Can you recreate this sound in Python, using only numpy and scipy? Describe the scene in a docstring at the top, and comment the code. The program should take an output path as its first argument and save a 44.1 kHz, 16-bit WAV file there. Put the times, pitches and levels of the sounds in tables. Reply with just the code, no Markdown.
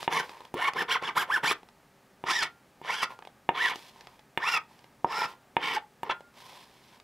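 """A soft rub and a tick of fingers on leather, then a knock: a steel file lands on the heel of a hand-held
shoe, above a table in a small room. Pushed across the heel, its teeth rasp, hiss and sing a note that
rises and falls with the speed of each stroke; the blade rings when it slips over the edge. A quick run of
strokes gives way to slower ones. Between strokes the fingers turn the shoe, rubbing and ticking."""
import sys
import numpy as np
from scipy import signal
from scipy.fft import rfft, irfft, next_fast_len
from scipy.io import wavfile
from scipy.ndimage import uniform_filter1d

SR = 44100
rng = np.random.default_rng(int(sys.argv[2]) if len(sys.argv) > 2 else 0)


def dump(signal):
    """Clip the signal to [-1, 1] and save it as 16-bit WAV at the path in sys.argv[1]."""
    limited = np.clip(np.atleast_2d(signal).T, -1, 1)
    pcm = np.round(limited * 32767).astype(np.int16)
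    wavfile.write(sys.argv[1], SR, pcm)


N = 310023
TIME = np.arange(N) / SR

# Levels in the tables are relative: each layer sets its own trim.
# tone curves, all with columns frequency_hz, level_db
ROOM_CURVE = [(12, -30), (20, -14), (232, -1), (363, -9), (536, -6.5), (652, -7.5), (709, -7), (862, -5.5),
              (1020, -11.5), (1270, -9), (1380, -14.5), (1550, -11), (1990, -14), (3380, -20.5),
              (15600, -30)]   # low, dull room air
RUB_CURVE = [(150, 0), (250, -15), (371, 3), (410, 0), (477, 1), (653, -3), (989, 12), (1350, -12),
             (1780, -2.5), (2800, -10.5), (3640, -46), (6160, -120)]   # skin dragging on leather
SWISH_CURVE = [(1350, -14), (2300, -9), (3430, -7), (4480, -11.5), (4970, -10), (6850, -19.5),
               (11800, -22.5), (15600, -28)]   # the airy top of slides and ticks
TICK_CURVE = [(120, -15), (350, -6), (600, -6), (930, -4.5), (1400, -19.5), (2000, -15), (3400, -19),
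              (4500, -33), (9000, -51)]   # the dull body of a tick
RASP_CURVE = [(59, -56), (100, -25.5), (198, -20.5), (433, -7.5), (624, -14.5), (832, 4), (1090, 5.5),
              (1260, -4), (1410, 3), (1550, -26.5), (1790, -2.5), (2270, -8.5), (2660, -7.5), (2930, -7.5),
              (4500, -6.5), (5850, -35), (9900, -120)]   # the coarse midrange of the file
HISS_CURVE = [(2350, -50.5), (4000, 0), (5050, 0.5), (5440, -3), (5900, -3), (6720, -6), (7580, -10),
              (8740, -14.5), (10900, -12), (14200, -20.5), (15600, -28)]   # the fine treble of the file
# faint hum in the room: pitch_hz, level_db
HUM_TONES = [(129.2, -73.5), (253.0, -102), (393.0, -74.5)]
# bounces off table and wall: delay_s, level_db
ECHOES = [(.0024, -10.5), (.0041, -80)]
# stereo side signal relative to the mid: frequency_hz, level_db
SIDE_CURVE = [(100, -42), (500, -31.5), (1000, -25), (2200, -19), (4500, -17), (8000, -13), (13000, -37)]
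# fingers slide on the leather: start_s, attack_s, length_s, rub_db, swish_db, fade_db_per_s
FINGER_SLIDES = [(0.0, 0.0013, 0.048, -45, -43.5, 56), (0.227, .005, 0.25, -42, -51.5, 49),
                 (3.089, 0.0095, 0.037, -40, -52.5, 67), (3.735, 0.0046, .16, -55.5, -51.5, 12),
                 (3.924, 0.012, 0.24, -55, -61, 24), (4.681, .02, 0.25, -54.5, -58.5, 71),
                 (5.266, 0.0045, 0.055, -44, -52, 53), (6.332, 0.037, 0.3, -51, -52.5, 9),
                 (6.633, 0.024, 0.33, -63.5, -63.5, -6)]
# shoe and file slip in the grip, and the file ticks as some strokes begin: start_s, body_db, snap_db
GRIP_TICKS = [(0.029, -31.5, -33), (0.044, -54, -41), (0.294, -32.5, -39.5), (0.406, -42, -46),
              (0.451, -40.5, -43.5), (0.735, -33, -34.5), (1.025, -29, -60), (1.631, -42, -54),
              (1.688, -45.5, -47.5), (2.848, -31.5, -62), (3.19, -41, -52), (3.224, -38.5, -62),
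              (3.251, -40, -46.5), (3.273, -38, -45.5), (3.7575, -30, -31.5), (4.009, -44, -42),
              (4.071, -37.5, -43.5), (4.193, -47, -47.5), (4.791, -62, -48.5), (4.843, -46.5, -52),
              (6.207, -41, -55), (6.404, -56, -44.5), (6.529, -44, -63), (7, -46, -46)]
# the file lands on the heel: start_s, grit_db, thump_db, clack_db, thump_cutoff_hz (low when soft)
LANDINGS = [(0.078, -17, -23.5, -29, 1300), (0.541, -7.5, -22.5, -46.5, 427), (2.239, -20.5, -28, -44, 626),
            (2.815, -25, -35.5, -60, 480), (3.4908, -14.5, -20, -26.5, 1602),
            (4.375, -7, -26.5, -26.5, 789), (5.045, -18, -19, -43.5, 1019), (5.567, -14, -22, -26, 1296),
            (6.032, -11, -31.5, -41.5, 1300), (6.097, -31, -29.5, -50, 2500)]
# ringing of heel and shoe (thump, clack) and of the steel blade: pitch_hz, level_db, t60_s
THUMP_MODES = [(162, -37, 0.12), (397.5, -7.5, 0.11), (495, -17, 0.078), (825, 8, 0.027), (944, 19, 0.032),
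               (1158, -13.5, 0.068)]
CLACK_MODES = [(1848, 13.5, 0.028), (2160, -3, 0.026), (2350, 23, 0.0056), (2780, 16, 0.015),
               (3380, 8, 0.014)]
BLADE_MODES = [(1400, -3, 0.52), (1313, 20.5, 0.061), (2670, 13, 0.06), (5450, -25.5, 0.036)]
# the blade slips over the edge of the heel: start_s, level_db
EDGE_SLIPS = [(2.426, -22), (3.03, -21), (4.571, -55), (5.129, -26), (5.256, -27.5), (6.099, -20.5),
              (6.117, -26)]
# resonances and gaps of shoe and file: centre_hz, width_hz, gain_db
SHOE_BANDS = [(143, 49, 14), (352, 480, 7.5), (458.4, 6.7, 14), (975, 51, 2), (1253, 39, -7),
              (1777, 290, 10), (2241, 82, 11), (2974, 334, 11.5), (3450, 160, 8.5), (4320, 830, -6.5),
              (6560, 690, -3), (9740, 439.5, 3)]
# notes of the crossed tooth rows, and high overtones of the teeth: tooth_rate_multiple, level_db
CROSS_ROW_NOTES = [(0.7, -19), (1.4, -21.5), (1.68, -13)]
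TOOTH_OVERTONES = [(3, -7), (4, -20)]
# the teeth dig in: centre_s, half_length_s, rasp_db, hiss_db, note_db, speed_lost_share
TOOTH_SNAGS = [(0.166, 0.018, 3.5, -3, 17.5, 0.0038), (0.197, 0.0096, 1, 3, 14, .05),
               (0.557, 0.018, 1, 6, 30, 0), (0.654, 0.0075, 3.5, -4, 7.5, 0.02),
               (0.929, 0.013, 2.5, 4.5, -9, 0), (1.178, 0.009, 9, 6, 7.5, 0), (1.514, .0055, 9, 6, 12, .58),
               (1.524, .005, -3.5, 3.5, 5, .5), (2.302, 0.034, 6, 4.5, 7.5, 0),
               (2.432, 0.0089, 10, 12, -11, 0.01), (2.9, .014, 0.5, -4.5, 13.5, 0.077),
               (3.035, 0.0091, 10.5, 12, 4, 0.061), (3.701, 0.015, -5.5, 5.5, -5, 0.027),
               (4.541, 0.043, 1, 6, 1, 0.025), (5.131, 0.0048, -3, 0, 4, 0.028),
               (5.219, .012, 5, 1, 6, 0.037), (5.752, .02, -1.5, 9, 6, .25),
               (5.775, 0.018, -7.5, -7, 30.5, 0.012), (6.111, 0.0037, 5.5, 9, -4, 0.0071)]
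# one push or pull of the file:
#   motion: start_s, speed_up_s, slow_down_s, sluggishness_exponent, top_teeth_per_s, final_teeth_per_s,
#   pressure: attack_s, release_s,
#   levels: rasp_db, hiss_over_rasp_db, note_db, octave_db,
#   colour from the hold: overtones_db, body_db, edge_db, air_db, blade_ring_db
FILE_STROKES = [ (0.095, 0.069, 0.034, 1.3, 1140, 916, 0.034, .05, -29, -13.5, -47, -32.5, -11, 6, -0.5, -2.5, -18),
                (0.548, .112, 0.024, 1.5, 1121, 1130, 0.067, .025, -26.5, -19, -33, -33, 1, -3.5, -4, 6, 6),
                (0.745, .053, .027, 1.73, 1879, 1385, 0.03, .025, -26.5, -20, -31.5, -55, -8, 6, -7, 6.5, 9),
                (0.878, .051, 0.032, 1.24, 1660, 950, 0.031, .028, -27.5, -11.5, -29.5, -33, -8, 1.5, 0.5, -1.5, -5),
                (1.01, 0.05, 0.036, 1.08, 1740, 1080, 0.035, .03, -29.5, -19, -38, -39, 7, 4, -5.5, 1, 4),
                (1.146, 0.055, .028, 1.5, 1640, 1020, 0.023, .03, -32, -10.5, -29.5, -37.5, -7, 6, -0.5, 10.5, 4),
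                (1.272, .07, .038, 1.7, 1780, 983, 0.043, 0.036, -33.5, -13, -25.5, -40.5, 9, 6, -3, 11, 10),
                (1.426, 0.079, 0.024, 0.97, 2520, 2000, 0.021, .012, -26, -11.5, -26, -37.5, 3, 8.5, 0, 3, -9),
                (2.248, .108, .095, 1.4, 1889, 1150, 0.03, .032, -33, -5.5, -34.5, -39.5, 7, 2.5, 0, -8.5, 0),
                (2.825, .16, 0.061, 1.56, 1685, 1019, 0.068, .03, -29, -10.5, -39, -39.5, -7, -2, -4, -4.5, 0.5),
                (3.535, .098, .085, 1.5, 1970, 1050, .05, .03, -29.5, -16, -29.5, -41.5, -14, 7, 3.5, -1, -10),
                (4.392, 0.12, 0.063, 0.88, 1440, 1275, 0.068, .018, -28.5, -13.5, -32.5, -31.5, -3, -5, -2.5, 0, 11),
                (5.062, .138, 0.059, .62, 1411, 1360, 0.12, 0.019, -26.5, -15, -33.5, -60, -20, -2, -11, 0, 8.5),
                (5.585, .11, 0.086, 1.04, 1182, 900, 0.093, .02, -30, -16, -55, -38.5, -4, 6, 3.5, 1.5, -1),
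                (6.04, 0.018, 0.0258, 0.88, 656, 646, 0.011, 0.016, -40, -24, -63, -48, 1, 8, -9, -17, 7),
                (6.092, 0.0094, .021, .5, 930, 950, .005, 0.011, -25.5, -24.5, -35.5, -46, 5, -4, -4, -22, 2)]


def from_db(db):
    """Decibels to gain."""
    return 10 ** (np.asarray(db) / 20)


def rms_one(x):
    """Scale to unit power."""
    return x / np.sqrt(np.mean(x ** 2) + 1e-20)


def butter(order, hz, kind="low"):
    """A smooth filter for sosfilt or sosfiltfilt."""
    return signal.butter(order, hz, kind, fs=SR, output="sos")


def resonance(x, hz, width_hz):
    """One resonance with gain 1 at its peak."""
    r = np.exp(-np.pi * width_hz / SR)
    poles = [1, -2 * r * np.cos(2 * np.pi * hz / SR), r * r]
    return signal.lfilter(np.array([1, 0, -1]) * (1 - r * r) / 2, poles, x)


def coloured(x, curve, size=2048):
    """Shape x with a tone curve, at unit power; minimum phase keeps the attacks crisp."""
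    hz, db = np.transpose(curve)
    grid = np.maximum(np.fft.rfftfreq(size, 1 / SR), 1)
    gain = from_db(np.interp(np.log(grid), np.log(hz), db))
    cepstrum = irfft(np.log(gain))
    cepstrum[1:size // 2] *= 2
    cepstrum[size // 2 + 1:] = 0
    response = irfft(np.exp(rfft(cepstrum)))
    return rms_one(signal.fftconvolve(x, response)[:N])


def drift(hz):
    """A smooth random wobble at unit power."""
    r = np.exp(-2 * np.pi * hz / SR)
    return rms_one(signal.lfilter([1], [1, -2 * r, r * r], rng.standard_normal(N + SR // 10))[-N:])


def grains(per_s, spread_db):
    """A crackle of tiny fractures of uneven size."""
    sizes = from_db(spread_db * np.minimum(rng.exponential(1, N), 4))
    return rms_one((rng.random(N) < per_s / SR) * sizes * rng.standard_normal(N))


def add(out, start_s, sound):
    """Drop a sound onto the track."""
    at = max(int(start_s * SR), 0)
    out[at:at + len(sound)] += sound[:N - at]


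def ring(modes):
    """One blow on damped modes, each a little off in strength and pitch; peak 1."""
    t, out = TIME[:SR // 5], 0
    for hz, db, t60 in modes:
        scatter_db, detune = rng.normal(0, [1.5, .008])
        out = out + from_db(db + scatter_db - 60 * t / t60) * np.sin(2 * np.pi * hz * (1 + detune) * t)
    return out / np.abs(out).max()


def background(air_db=-61.4, hum_trim_db=-2):
    """A bed of quiet room air with a faint, wavering hum."""
    hum = sum(from_db(db + hum_trim_db) * np.sqrt(2) * np.sin(2 * np.pi * hz * TIME + 0.6 * drift(1.9))
              for hz, db in HUM_TONES)
    return from_db(air_db) * coloured(rng.standard_normal(N), ROOM_CURVE) + hum


def room_tail(x, t60_s, wall_hz, build_s):
    """The short, diffuse reverb of a small furnished room."""
    t = TIME[:SR // 2]
    tail = signal.sosfilt(butter(1, [150, wall_hz], "band"), rng.standard_normal(len(t)))
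    tail *= from_db(-60 * t / t60_s) * (1 - np.exp(-t / build_s))
    return signal.fftconvolve(x, tail / np.linalg.norm(tail))[:N]


def bounces(x):
    """Table and wall throw the blows back at once."""
    return sum(from_db(db) * np.interp(TIME - delay, TIME, x, left=0) for delay, db in ECHOES)


def stereo_side(x, phase_rad=0.97):
    """Two close microphones differ a little in level and phase, mostly in the middle treble."""
    size = next_fast_len(N)
    hz, db = np.transpose(SIDE_CURVE)
    gain = from_db(np.interp(np.log(np.fft.rfftfreq(size, 1 / SR) + 1), np.log(hz), db))
    return irfft(rfft(x, size) * gain * np.exp(1j * phase_rad), size)[:N]


def finger_slides(rub_trim_db=-4, swish_trim_db=-2, catch_db=1.5, release_s=0.022):
    """Skin slides and catches on leather, with the deep bass cut away."""
    rub, swish, t = np.zeros(N), np.zeros(N), TIME[:SR]
    for start, attack, length, rub_db, swish_db, fade in FINGER_SLIDES:
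        lift_off = np.exp(-np.maximum(t - length, 0) / release_s)
        shape = (1 - np.exp(-t / attack)) * from_db(-fade * t) * lift_off
        add(rub, start, from_db(rub_db + rub_trim_db) * shape)
        add(swish, start, from_db(swish_db + swish_trim_db) * shape)
    rub *= coloured(grains(per_s=2500, spread_db=3), RUB_CURVE)
    swish *= coloured(grains(per_s=18000, spread_db=3), SWISH_CURVE)
    catching = from_db(catch_db * drift(68))
    return signal.sosfilt(butter(2, 260, "high"), catching * (rub + swish) + 1e-18)


def ticks(trim_db=1, decay_s=0.002, skin_hz=7000):
    """Brief ticks, softened by the fingers: slips of shoe and file in the grip, and the file touching down as
    some strokes begin."""
    body, snap = np.zeros(N), np.zeros(N)
    shape = np.exp(-TIME[:SR // 20] / decay_s)
    for start, body_db, snap_db in GRIP_TICKS:
        add(body, start, from_db(body_db + trim_db) * shape)
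        add(snap, start, from_db(snap_db + trim_db) * shape)
    body *= coloured(rng.standard_normal(N), TICK_CURVE)
    snap *= coloured(rng.standard_normal(N), SWISH_CURVE)
    return signal.sosfilt(butter(1, [150, skin_hz], "band"), body + snap + 1e-18)


def knocks(thump_trim_db=13, clack_trim_db=17, grit_trim_db=-35, contact_hz=3600, low_cut_hz=115):
    """Steel on the heel: hollow thump, short clack, a trace of grit; a small shoe gives no deep bass."""
    out, t = np.zeros(N), TIME[:SR // 5]
    soft_contact = signal.cheby1(5, 1, contact_hz, fs=SR, output="sos")
    for start, grit_db, thump_db, clack_db, cutoff_hz in LANDINGS:
        hollow = signal.sosfilt(butter(2, cutoff_hz), ring(THUMP_MODES))
        thump = from_db(thump_db + thump_trim_db) * hollow
        clack = from_db(clack_db + clack_trim_db) * ring(CLACK_MODES)
        grit = from_db(grit_db + grit_trim_db) * rng.standard_normal(len(t)) * np.exp(-t / 0.0048)
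        add(out, start, signal.sosfilt(soft_contact, thump + clack) + grit)
    return signal.sosfilt(butter(2, low_cut_hz, "high"), out + 1e-18)


def blade_rings():
    """The file slips over the edge of the heel and rings briefly, damped by the hand."""
    out = np.zeros(N)
    for start, db in EDGE_SLIPS:
        add(out, start, from_db(db) * ring(BLADE_MODES))
    return out


def current_stroke():
    """The stroke columns at every sample; each stroke takes over 5 ms ahead of its start."""
    columns = np.array(FILE_STROKES).T
    return columns[:, np.maximum(np.searchsorted(columns[0], TIME + .005) - 1, 0)]


def snags():
    """The teeth dig in and come free: rasp, hiss and note swell or duck, and the file may brake."""
    out = np.zeros((4, N))
    for centre, half_length, *effects in TOOTH_SNAGS:
        near = np.abs(TIME - centre) < np.pi * half_length
        out[:, near] += np.outer(effects, np.exp(-((TIME[near] - centre) / half_length) ** 2))
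    return out


def stroke_motion(slowest_hz=330, touch_db=-19, heel_hz=992, heel_width_octaves=0.093):
    """The hand speeds up, presses and lets go: the tooth rate, and rasp, hiss, note and octave in dB."""
    start, rise, fall, sluggish, top, final, attack, release, *levels = current_stroke()
    rasp_db, hiss_db, note_db, octave_db = levels[:4]
    snag_rasp, snag_hiss, snag_note, braking = snags()
    t = TIME - start
    letting_go = np.maximum(t - rise - fall, 0) / release
    speeding = slowest_hz + (top - slowest_hz) * np.sin(np.pi / 2 * np.clip(t / rise, 0, 1)) ** sluggish
    slowing = final + (top - final) * np.cos(np.pi / 2 * np.clip((t - rise) / fall, 0, 1))
    rate = np.maximum(np.where(t < rise, speeding, slowing) / (1 + letting_go), slowest_hz)
    rate *= 1 - np.clip(braking, 0, .8)
    touching_down = np.maximum(1 - t / attack, 0) ** 2 + np.maximum(-t, 0) / .004
    pressure_db = touch_db * np.minimum(touching_down + letting_go, 10)
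    # each layer has its own slope in dB per doubling of speed
    doublings = np.log2(rate / top)
    # the hiss swells towards the fastest moment and ebbs after it
    arch = .5 - np.minimum(((t - rise) / np.where(t < rise, rise, fall + release)) ** 2, 1)
    # teeth that come at the heel's own pitch shake it harder
    in_tune = np.exp(-(np.log2(rate / heel_hz) / heel_width_octaves) ** 2)
    return (rate,
            pressure_db + rasp_db + 0.5 * doublings - in_tune + snag_rasp,
            pressure_db + rasp_db + hiss_db + 4 * doublings + 4 * arch + snag_hiss,
            pressure_db + note_db + 8 * doublings + 8 * in_tune + snag_note,
            pressure_db + octave_db - 7 * doublings)


def shoe_body(x):
    """Shoe and file lift or swallow bands of the scraping."""
    for hz, width_hz, db in SHOE_BANDS:
        x = x + (from_db(db) - 1) * resonance(x, hz, width_hz)
    return x


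def contact_modes(x, modes_db, decay_s):
    """Each stroke touches another spot and stirs another set of dense, short-lived modes."""
    out, t = np.zeros(N), TIME[:SR // 50]
    bounds = [0] + [int((start - .005) * SR) for start, *_ in FILE_STROKES[1:]] + [N]
    for first, last in zip(bounds, bounds[1:]):
        response = rng.standard_normal(len(t)) * np.exp(-t / decay_s)
        response *= from_db(modes_db) / np.linalg.norm(response)
        response[0] = 1   # the direct sound
        add(out, first / SR, signal.fftconvolve(x[first:last], response / np.linalg.norm(response)))
    return out


def file_rasp(tearing, rate, body_db, edge_db, skim_hz=1450, thinning_db=-7):
    """Coarse grains: the hold shades body and edge, and fast teeth skim, stirring less low body."""
    rasp = coloured(shoe_body(tearing * grains(per_s=14000, spread_db=3)), RASP_CURVE)
    body = signal.sosfiltfilt(butter(2, 700), rasp)
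    edge = resonance(rasp, hz=2600, width_hz=3900)
    skim_db = thinning_db / (1 + (skim_hz / rate) ** 6)
    return rasp + (from_db(body_db + skim_db) - 1) * body + (from_db(edge_db) - 1) * edge


def file_hiss(tearing, rasp_db, air_db, ring_db, usual_rasp_db=-33):
    """Fine grains: the hold shades the air and the blade's bright ring; a harder bite adds sparkle."""
    hiss = coloured(shoe_body(tearing * grains(per_s=14000, spread_db=2.6)), HISS_CURVE)
    air = signal.sosfiltfilt(butter(2, 9000, "high"), hiss)
    blade = resonance(hiss, hz=5320, width_hz=280)
    hiss = hiss + (from_db(air_db) - 1) * air + (from_db(ring_db) - 1) * blade
    hiss *= from_db(-.3 * ring_db)   # a free blade draws its ring from the rest of the hiss
    hiss = contact_modes(hiss, modes_db=-4, decay_s=.003)
    sparkle = signal.sosfiltfilt(butter(2, 7000, "high"), hiss)
    sparkle_db = 0.083 * np.clip(rasp_db - usual_rasp_db, -20, 10)
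    return hiss + (from_db(sparkle_db) - 1) * sparkle


def tooth_note(teeth, multiple, jitter_rad, flutter_db):
    """A multiple of the tooth rate, blurred by uneven teeth and uneven bite."""
    phase = 2 * np.pi * multiple * teeth + jitter_rad * drift(56.4)
    return rms_one(np.sin(phase) * from_db(flutter_db * drift(55)))


def filing(rasp_trim_db=-3.5, hiss_trim_db=-3.78, octave_trim_db=-2, bite=0.64,
           chatter_db=1.5, unsteady_db=2.12, singing_hz=650, zipping_hz=1290):
    """Teeth cross the heel, each tearing off a burst of grains; their rate is the pitch of the note."""
    rate, rasp_db, hiss_db, note_db, octave_db = stroke_motion()
    *_, overtones_db, body_db, edge_db, air_db, ring_db = current_stroke()
    teeth = np.cumsum(uniform_filter1d(rate, size=200)) / SR   # teeth passed so far
    tearing = (1 + bite * np.cos(2 * np.pi * teeth)) * from_db(chatter_db * drift(146))
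    rasp = file_rasp(tearing, rate, body_db, edge_db)
    hiss = file_hiss(tearing, rasp_db, air_db, ring_db)
    # slow teeth only plough; the further notes come in as the stroke gathers speed
    singing = 1 / (1 + (singing_hz / rate) ** 4)
    zipping = 1 / (1 + (zipping_hz / rate) ** 8)
    for multiple, db in CROSS_ROW_NOTES:
        rasp += singing * from_db(db) * tooth_note(teeth, multiple, jitter_rad=1.96, flutter_db=-0.5)
    for multiple, db in TOOTH_OVERTONES:
        overtone = tooth_note(teeth, multiple, jitter_rad=.4, flutter_db=3)
        hiss += zipping * from_db(db + overtones_db) * overtone
    note = from_db(note_db) * tooth_note(teeth, 1, jitter_rad=.8, flutter_db=3)
    octave = from_db(octave_db + octave_trim_db) * tooth_note(teeth, 2, jitter_rad=1.7, flutter_db=4)
    scrape = from_db(rasp_db + rasp_trim_db) * rasp + from_db(hiss_db + hiss_trim_db) * hiss
    strokes = from_db(unsteady_db * drift(20)) * (scrape + note + singing * octave)
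    return contact_modes(strokes, modes_db=-11.5, decay_s=0.0032)


def scene(wet_db=-17, side_air_db=-84):
    """The work sits close and a little to the right, in a narrow stereo image."""
    blows = knocks() + ticks()
    work = filing() + blade_rings() + finger_slides() + blows + bounces(blows)
    reverb = room_tail(work, t60_s=0.18, wall_hz=1830, build_s=0.0003)
    mid = work + from_db(wet_db) * reverb + background()
    side = -stereo_side(work + room_tail(work, t60_s=0.12, wall_hz=7000, build_s=0.0009))
    side += from_db(side_air_db) * coloured(rng.standard_normal(N), ROOM_CURVE)
    return np.array([mid + side, mid - side])


def record(dry):
    """A steep high cut at 15650 Hz."""
    return signal.sosfilt(signal.ellip(12, .1, 80, 15650, fs=SR, output="sos"), dry)


dry = scene()
out = record(dry)
dump(out)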